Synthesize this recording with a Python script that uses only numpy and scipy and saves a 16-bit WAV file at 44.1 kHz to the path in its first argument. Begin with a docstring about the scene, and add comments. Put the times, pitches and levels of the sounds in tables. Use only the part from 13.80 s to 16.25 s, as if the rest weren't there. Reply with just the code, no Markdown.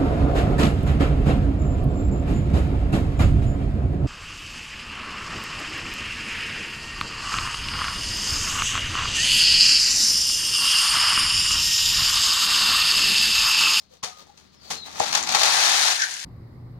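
"""Dry pasta poured into a bowl

Short dry pasta is poured from a cardboard box onto a growing heap of pasta in a bowl, in a small kitchen,
over rumble and hum. Fingers rub, flap squeaks and jolts come first; then clumps knock, and the slide thins
to a patter on the heap. Coloured noise grains make the pasta and rubs, decaying modes the box wall,
unsteady sines the squeaks. Two spaced microphones hear it with their own lags, echoes and colours.
"""
import sys
import numpy as np
from scipy import signal
from scipy.fft import rfft, irfft
from scipy.io import wavfile
from scipy.ndimage import uniform_filter1d

SR = 44100
rng = np.random.default_rng(int(sys.argv[2]) if len(sys.argv) > 2 else 0)


def transcribe(signal):
    """Save signal, clipped to [-1, 1], as a 16-bit WAV file at the path in sys.argv[1]."""
    frames = np.atleast_2d(signal).T
    limited = np.clip(frames, -1, 1)
    pcm = np.round(limited * 32767).astype(np.int16)
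    wavfile.write(sys.argv[1], SR, pcm)


N = 107956
T = np.arange(N) / SR

# colour of pasta against the box [f/Hz, level/dB]
BOX_TINT = [(100, -29.5), (230, -17), (300, -13.5), (480, -9), (650, 0.5), (810, 5.5), (1000, 1.5),
            (1150, 0.5), (1400, 1), (1700, -1), (2200, -1.5), (2550, 0), (2950, -2.5), (3700, 0),
            (4300, -1.5), (4700, -2.5), (6500, -2), (7700, -7.5), (9000, -13), (12000, -21), (15500, -45)]

JOLT_PER_S, BUMPS_PER_S = 3500, 800
UNEVEN_DB, UNEVEN_S = 0.4, 0.003  # slight unevenness of the flow: spread, averaging time
PLACES = 5
LEFT_LAG_S, BOWL_LAG_S, LAG_SPREAD_S = 0.0009363, 0.001133, 0.00016
EARLY_DB, EARLY_T60_S, EARLY_LOW_HZ = -3.5, 0.021, 735
ROOM_DB, ROOM_T60_S, ROOM_DAMP_HZ = -8.5, 0.19, 7040


def amp(db):
    """Decibels to gain."""
    return 10 ** (np.asarray(db) / 20)


def curve(rows):
    """Gain over time from (t/s, level/dB) points, -120 dB before the first."""
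    s, db = np.array(rows).T
    return amp(np.interp(T, s, db, left=-120))


def unit(x):
    """Scale to an energy of one."""
    return x / np.sqrt(np.sum(x ** 2) + 1e-18)


def ring(x, impulse):
    """Convolve a signal, or each row of several, with an impulse response."""
    return signal.oaconvolve(np.atleast_2d(x), np.atleast_2d(impulse), axes=1)[:, :N]


def response(points, size=2048):
    """Minimum-phase impulse response of an (f/Hz, level/dB) colour, by folding its cepstrum."""
    hz, db = np.array(points, float).T
    f = np.maximum(np.fft.rfftfreq(size, 1 / SR), 1)
    gain = amp(np.interp(np.log(f), np.log(hz), db))
    cepstrum = irfft(np.log(gain))
    cepstrum[1:size // 2] *= 2
    cepstrum[size // 2 + 1:] = 0
    return irfft(np.exp(rfft(cepstrum)))


def tint(x, points):
    """Colour a signal with a unit-energy filter, which keeps the power of white noise."""
    return ring(x, unit(response(points)))


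def strew(x, colour):
    """Give each sample, hence each impact, one of several places, and colour them all."""
    chosen = rng.integers(0, PLACES, N) == np.arange(PLACES)[:, None]
    return tint(x * chosen, colour)


def grains(per_s, scatter_db):
    """Random tiny impacts of uneven size and either sign, rms one."""
    hit = rng.random(N) < per_s / SR
    size = amp(scatter_db * np.clip(rng.standard_normal(N), -2, 2))
    return unit(hit * size * rng.choice([-1, 1], N)) * np.sqrt(N)


def burst(x, envelope):
    """Shape a train of impacts, keeping the energy of the envelope."""
    return unit(x * envelope) * np.sqrt(np.sum(envelope ** 2))


def swell(middle, half):
    """Smooth Gaussian rise and fall."""
    return np.exp(-((T - middle) / half) ** 2)


def blow(start, attack, decay):
    """Linear rise, exponential fall."""
    age = np.maximum(T - start, 0)
    return np.minimum(age / attack, 1) * np.exp(-np.maximum(age - attack, 0) / decay)


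def wander(seconds):
    """Noise averaged over the given time, rms one."""
    noise = rng.standard_normal(N)
    return unit(uniform_filter1d(noise, max(int(seconds * SR), 1))) * np.sqrt(N)


def flutter(depth_db, seconds):
    """Unsteady gain of rms one."""
    return unit(amp(depth_db * wander(seconds))) * np.sqrt(N)


def floor():
    """Low room rumble, partly shared by both channels, with an appliance hum as a sine."""
    # colour of the rumble [f/Hz, level/dB]
    rumble_colour = [(25, -5), (50, -13), (75, 0), (110, -2), (180, 7), (300, -7), (600, -12), (2000, -20),
                     (4500, -9.5), (8000, -35), (15000, -52)]
    # common level of rumble and hum [t/s, level/dB]
    floor_level = [(0, -61.5), (.5, -60.5), (.65, -58.5), (1.5, -50.5), (2.2, -61), (2.45, -63.5)]
    hum_hz, hum_db = 76.2, -6.5  # peak, relative to the common level
    shared, *separate = tint(rng.standard_normal((3, N)), rumble_colour)
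    hum = amp(hum_db) * np.sin(2 * np.pi * hum_hz * T)
    return (0.62 * shared + 0.5 * np.array(separate) + hum) * curve(floor_level)


def handling():
    """The box flexes dully in the hand as it is turned: coloured sparse grains."""
    # level of the flexing [t/s, level/dB]
    flex_level = [(.4, -59), (.6, -64), (.85, -60.5), (.93, -55), (1.05, -55), (1.25, -50), (1.48, -41),
                  (1.66, -56), (1.75, -76), (2.3, -71)]
    # colour of the flexing [f/Hz, level/dB]
    flex_colour = [(40, -9), (80, -14), (170, -1), (260, 4), (450, -5), (700, -18), (1500, -7),
                   (15000, -50)]
    return tint(grains(BUMPS_PER_S, scatter_db=4) * curve(flex_level), flex_colour)


def fingers():
    """Skin and flap catch and slip on the cardboard in swells of even grains."""
    # rubs on the cardboard [middle/s, half length/s, level/dB]
    rub_rows = [(.005, 0.054, -59), (.145, 0.038, -54.5), (0.399, 0.033, -47), (0.49, 0.037, -62),
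                (0.613, 0.085, -59.5), (0.74, 0.02, -59.5), (0.896, 0.072, -47), (1.062, 0.014, -40),
                (1.171, 0.043, -41)]
    # colour of the rubs [f/Hz, level/dB]
    rub_colour = [(200, -12.5), (500, 3), (820, -4), (1200, -2.5), (1600, -7), (2500, -7), (3300, -5),
                  (4300, -5), (5200, -6.5), (6600, -6), (8000, -12), (11000, -22), (15500, -29.5)]
    envelope = sum(amp(db) * swell(s, half) for s, half, db in rub_rows)
    return strew(grains(per_s=900, scatter_db=0) * envelope, rub_colour)


def squeaks():
    """Stick and slip lock into a broken, unsteady tone that sags as the flap slows."""
    # drags of flap and fingers [middle/s, half length/s, f/Hz, level/dB]
    drag_rows = [(.01, 0.022, 5200, -58), (0.128, .02, 510, -48.5), (0.234, 0.0053, 1070, -31.5),
                 (.28, .025, 740, -43), (.35, 0.056, 1242, -48.5), (0.499, 0.0099, 821, -48),
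                 (0.766, .03, 5340, -60.5), (.86, 0.044, 4550, -47.5), (0.992, 0.036, 4170, -38.5),
                 (1.045, 0.035, 3910, -39.5)]
    sag_per_s, jitter, jitter_s = 0.2, 0.039, 0.0007  # sag and jitter are fractions of the pitch
    wobble = wander(jitter_s)
    out = np.zeros(N)
    for s, half, hz, db in drag_rows:
        pitch_hz = hz * (1 - sag_per_s * (T - s) + jitter * wobble)
        phase = 2 * np.pi * np.cumsum(pitch_hz) / SR
        out += amp(db) * swell(s, half) * np.sin(phase)
    return out * flutter(depth_db=2.5, seconds=0.0092)


def thumps():
    """Fingers and load bump the wall, which rings hollow; longer contacts favour its low modes."""
    # bumps on the box wall [t/s, level/dB, contact time/s]
    bump_rows = [(.231, -15, 0.0035), (.469, -48.5, 0.00046), (0.576, -40, 0.0054), (.908, -14.5, 0.0024),
                 (1.2014, -9, 0.0003), (1.55, -16, .0003), (1.633, -25, 0.00044)]
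    # box wall modes [f/Hz, level/dB, t60/s]
    wall_modes = [(120, -18.5, 0.045), (157, -21.5, 0.055), (213, -11, 0.03), (393, -13, 0.046),
                  (490, -6.5, 0.091), (697, 3.5, 0.032), (740, 4, 0.02), (810, 11, 0.023), (920, 2, 0.011),
                  (1220, 4, 0.015)]
    attack_s = 0.0019
    out = np.zeros(N)
    age = T[:SR // 5]
    for s, level_db, contact_s in bump_rows:
        wall = np.zeros(len(age))
        for hz, db, t60_s in wall_modes:
            gain = amp(db) / (1 + (hz * contact_s) ** 2)
            wall += gain * np.sin(2 * np.pi * hz * age) * np.exp(-np.log(1000) * age / t60_s)
        wall *= np.minimum(age / attack_s, 1)
        out += amp(level_db) * np.interp(T - s, age, wall, right=0) / 2
    return out


def jolts():
    """The contents jump, land together and settle: a short burst of grains plus a slower one."""
    # jolts [t/s, level/dB, settling level/dB, settling time/s]
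    jolt_rows = [(0.227, -27, -30, 0.04), (0.57, -51.5, -52.5, 0.033), (0.9, -27.5, -28, 0.033)]
    # colour of the shaken contents [f/Hz, level/dB]
    jolt_colour = [(60, -22), (140, -7.5), (280, -17), (450, -1.5), (600, -8.5), (820, -0.5), (1100, -3.5),
                   (1600, -5), (2500, -5.5), (3000, -4.5), (4300, -5), (6500, -3.5), (8000, -11),
                   (11000, -19), (15500, -40)]
    pieces = grains(JOLT_PER_S, scatter_db=7.5)
    out = np.zeros(N)
    for s, db, settle_db, settle_s in jolt_rows:
        landing = amp(db) * blow(s, attack=0.0065, decay=0.0041)
        settling = amp(settle_db) * blow(s, attack=0.014, decay=settle_s)
        out += burst(pieces, landing + settling)
    return strew(out, jolt_colour)


def knocks():
    """Clumps of pasta strike the cardboard as the box tips, each a short burst of grains."""
    # clumps on the box wall [t/s, level/dB, decay/s]
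    knock_rows = [(0.91, -24, 0.0014), (1.326, -15, 0.0019), (1.336, -18.5, 0.0031), (1.348, -10.5, 0.0018),
                  (1.352, -16, 0.0028), (1.371, -17.5, 0.0079), (1.47, -22, 0.0036), (1.489, -16, 0.0028),
                  (1.521, -17.5, 0.0033), (1.546, -10.5, 0.0067), (1.614, -12, 0.0024), (1.631, -7, 0.0036),
                  (1.655, -15, 0.0035)]
    pieces = grains(JOLT_PER_S, scatter_db=2.5)
    out = sum(burst(pieces, amp(db) * blow(s, attack=0.002, decay=decay_s)) for s, db, decay_s in knock_rows)
    return strew(out, BOX_TINT)


def ticks():
    """Single hard pieces click, each a very short noise burst."""
    # clicks of single pieces [t/s, level/dB]
    tick_rows = [(.329, -50), (0.468, -48.5), (.91, -42), (1.198, -13.5), (1.351, -11.5), (1.426, -21),
                 (1.435, -21), (1.636, -18), (2.315, -22.5), (2.338, -21.5), (2.399, -25.5)]
    # colour of the clicks [f/Hz, level/dB]
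    tick_colour = [(300, -18), (900, -12), (2000, 20), (3500, -1.5), (6800, 24.5), (9500, 5.5), (12000, -7),
                   (15500, -40)]
    contact = rng.standard_normal(N)
    out = sum(burst(contact, amp(db) * blow(s, attack=0.00073, decay=0.00086)) for s, db in tick_rows)
    return strew(out, tick_colour)


def spout():
    """Late pieces drum through the opening of the box in short swells of near-even grains."""
    # drumming on the spout [middle/s, half length/s, level/dB]
    drum_rows = [(2.199, 0.011, -25), (2.222, 0.0063, -17), (2.237, 0.0051, -19.5)]
    # colour of the spout [f/Hz, level/dB]
    spout_colour = [(300, -33), (1200, -22.5), (1530, 8), (1730, 5.5), (2100, -5.5), (3000, -11),
                    (4300, -7), (6200, -4), (8000, -18), (15000, -53)]
    pieces = grains(per_s=1100, scatter_db=0.5)
    out = sum(burst(pieces, amp(db) * swell(s, half)) for s, half, db in drum_rows)
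    return strew(out, spout_colour)


def stream():
    """Pieces patter densely and steadily on the heap in the bowl."""
    # pasta landing on the heap [t/s, level/dB]
    landing_level = [(1.6, -45), (1.72, -24), (1.85, -24.5), (2.05, -22.5), (2.14, -26), (2.2, -30.5),
                     (2.25, -32), (2.3, -33.5), (2.37, -36.5), (2.45, -34.5)]
    # colour of the heap [f/Hz, level/dB]
    heap_colour = [(150, -37), (400, -14.5), (640, -19), (810, -15), (1000, -12.5), (1300, -12.5),
                   (1550, 1.5), (2000, -3), (2700, -5), (3600, -3), (5000, -4), (6800, -3), (8000, -10.5),
                   (9000, -10), (11000, -17.5), (15500, -40)]
    flow = curve(landing_level) * flutter(UNEVEN_DB, UNEVEN_S)
    return strew(grains(per_s=3000, scatter_db=6) * flow, heap_colour)


def slide():
    """Pieces scrape down the box in a fine rattle while sparser bumps sound the wall below it."""
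    # pasta sliding along the cardboard [t/s, level/dB]
    slide_level = [(1.03, -61), (1.07, -41.5), (1.14, -45.5), (1.19, -32), (1.215, -26.5), (1.31, -30.5),
                   (1.37, -24.5), (1.41, -30), (1.46, -33.5), (1.5, -25.5), (1.54, -23.5), (1.56, -21),
                   (1.66, -19), (1.75, -23), (1.86, -19), (2.0, -22), (2.115, -22), (2.16, -37.5),
                   (2.26, -40.5), (2.45, -56)]
    split_hz = 1760
    low = signal.butter(2, split_hz, "low", fs=SR, output="sos")
    high = signal.butter(2, split_hz, "high", fs=SR, output="sos")
    flow = curve(slide_level) * flutter(UNEVEN_DB, UNEVEN_S)
    bumps = strew(grains(BUMPS_PER_S, scatter_db=4) * flow, BOX_TINT)
    rattle = strew(grains(per_s=4000, scatter_db=5.5) * flow, BOX_TINT)
    return signal.sosfilt(low, bumps + 1e-18) + signal.sosfilt(high, rattle + 1e-18)


def hollow(places):
    """The part-filled box adds a few narrow resonances to the direct rattle."""
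    # box resonances [f/Hz, width/Hz, level re direct/dB]
    box_modes = [(782, 29, -13), (1195, 25, -15.5), (1520, 25, -32), (3650, 64, -7), (4303, 76, 3),
                 (4670, 61, -6), (6030, 240, -19)]
    out = places
    for hz, width_hz, db in box_modes:
        b, a = signal.iirpeak(hz, hz / width_hz, SR)
        out = out + amp(db) * signal.lfilter(b, a, places + 1e-18)
    return out


def path(delay_s, early_db, room_db):
    """Place to microphone: direct impulse, early echoes off nearby surfaces, short room tail."""
    t = T[:SR // 3]
    early, tail = rng.standard_normal((2, len(t)))
    early = early * (t > delay_s + 0.0003) * np.exp(-np.log(1000) * t / EARLY_T60_S)
    # small surfaces reflect little bass
    early = unit(signal.sosfilt(signal.butter(1, EARLY_LOW_HZ, "high", fs=SR, output="sos"), early))
    tail = signal.sosfilt(signal.butter(1, ROOM_DAMP_HZ, fs=SR, output="sos"), tail)
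    tail = unit(tail * np.minimum(t / 0.011, 1) * np.exp(-np.log(1000) * t / ROOM_T60_S))
    impulse = amp(early_db) * early + amp(room_db) * tail
    impulse[int(abs(delay_s) * SR)] += 1
    return unit(impulse)


def kitchen(places, lag_s, early_db, room_db):
    """Each place has its own echoes and reaches the left microphone a little later than the right."""
    offsets = np.linspace(-1, 1, len(places) + 2)[1:-1]
    left_delays = lag_s + LAG_SPREAD_S * offsets
    right_delays = np.zeros(len(places))
    channels = []
    for delays in (left_delays, right_delays):
        paths = np.array([path(delay_s, early_db, room_db) for delay_s in delays])
        channels.append(ring(places, paths).sum(axis=0))
    return np.array(channels)


def scene():
    """Box and bowl sounds, each with its own lag to the left, low-cut and laid over the room floor."""
    in_box = hollow(slide() + jolts() + knocks() + fingers())
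    contents = kitchen(amp(-1.0) * in_box + spout(), LEFT_LAG_S, EARLY_DB, ROOM_DB)
    cardboard = kitchen(handling() + thumps() + squeaks(), LEFT_LAG_S, early_db=-24, room_db=-12)
    bowl = kitchen(stream() + ticks(), BOWL_LAG_S, EARLY_DB, ROOM_DB)
    low_cut = signal.butter(3, 77, "high", fs=SR, output="sos")
    return signal.sosfilt(low_cut, contents + cardboard + bowl) + floor()


def record(dry):
    """Left microphone louder but duller than the right; highest peaks rounded, top cut."""
    # left minus right sensitivity [f/Hz, difference/dB]
    balance = [(60, 12), (110, 3.5), (200, 3.5), (380, 2), (750, 8.5), (1290, 4), (1800, 5.5), (2500, 3),
               (4300, 10.5), (6600, 9.5), (7800, -1.5), (9000, -10.5), (11500, -10.5), (15000, -27)]
    ceiling, top_hz = 0.85, 15900
    # half the difference to each side
    microphones = np.array([response([(hz, sign * db / 2) for hz, db in balance]) for sign in (1, -1)])
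    x = ring(dry, microphones)
    x = x / (1 + (x / ceiling) ** 6) ** (1 / 6)
    return signal.sosfilt(signal.ellip(10, 0.2, 80, top_hz, fs=SR, output="sos"), x)


dry = scene()
out = record(dry)
transcribe(out)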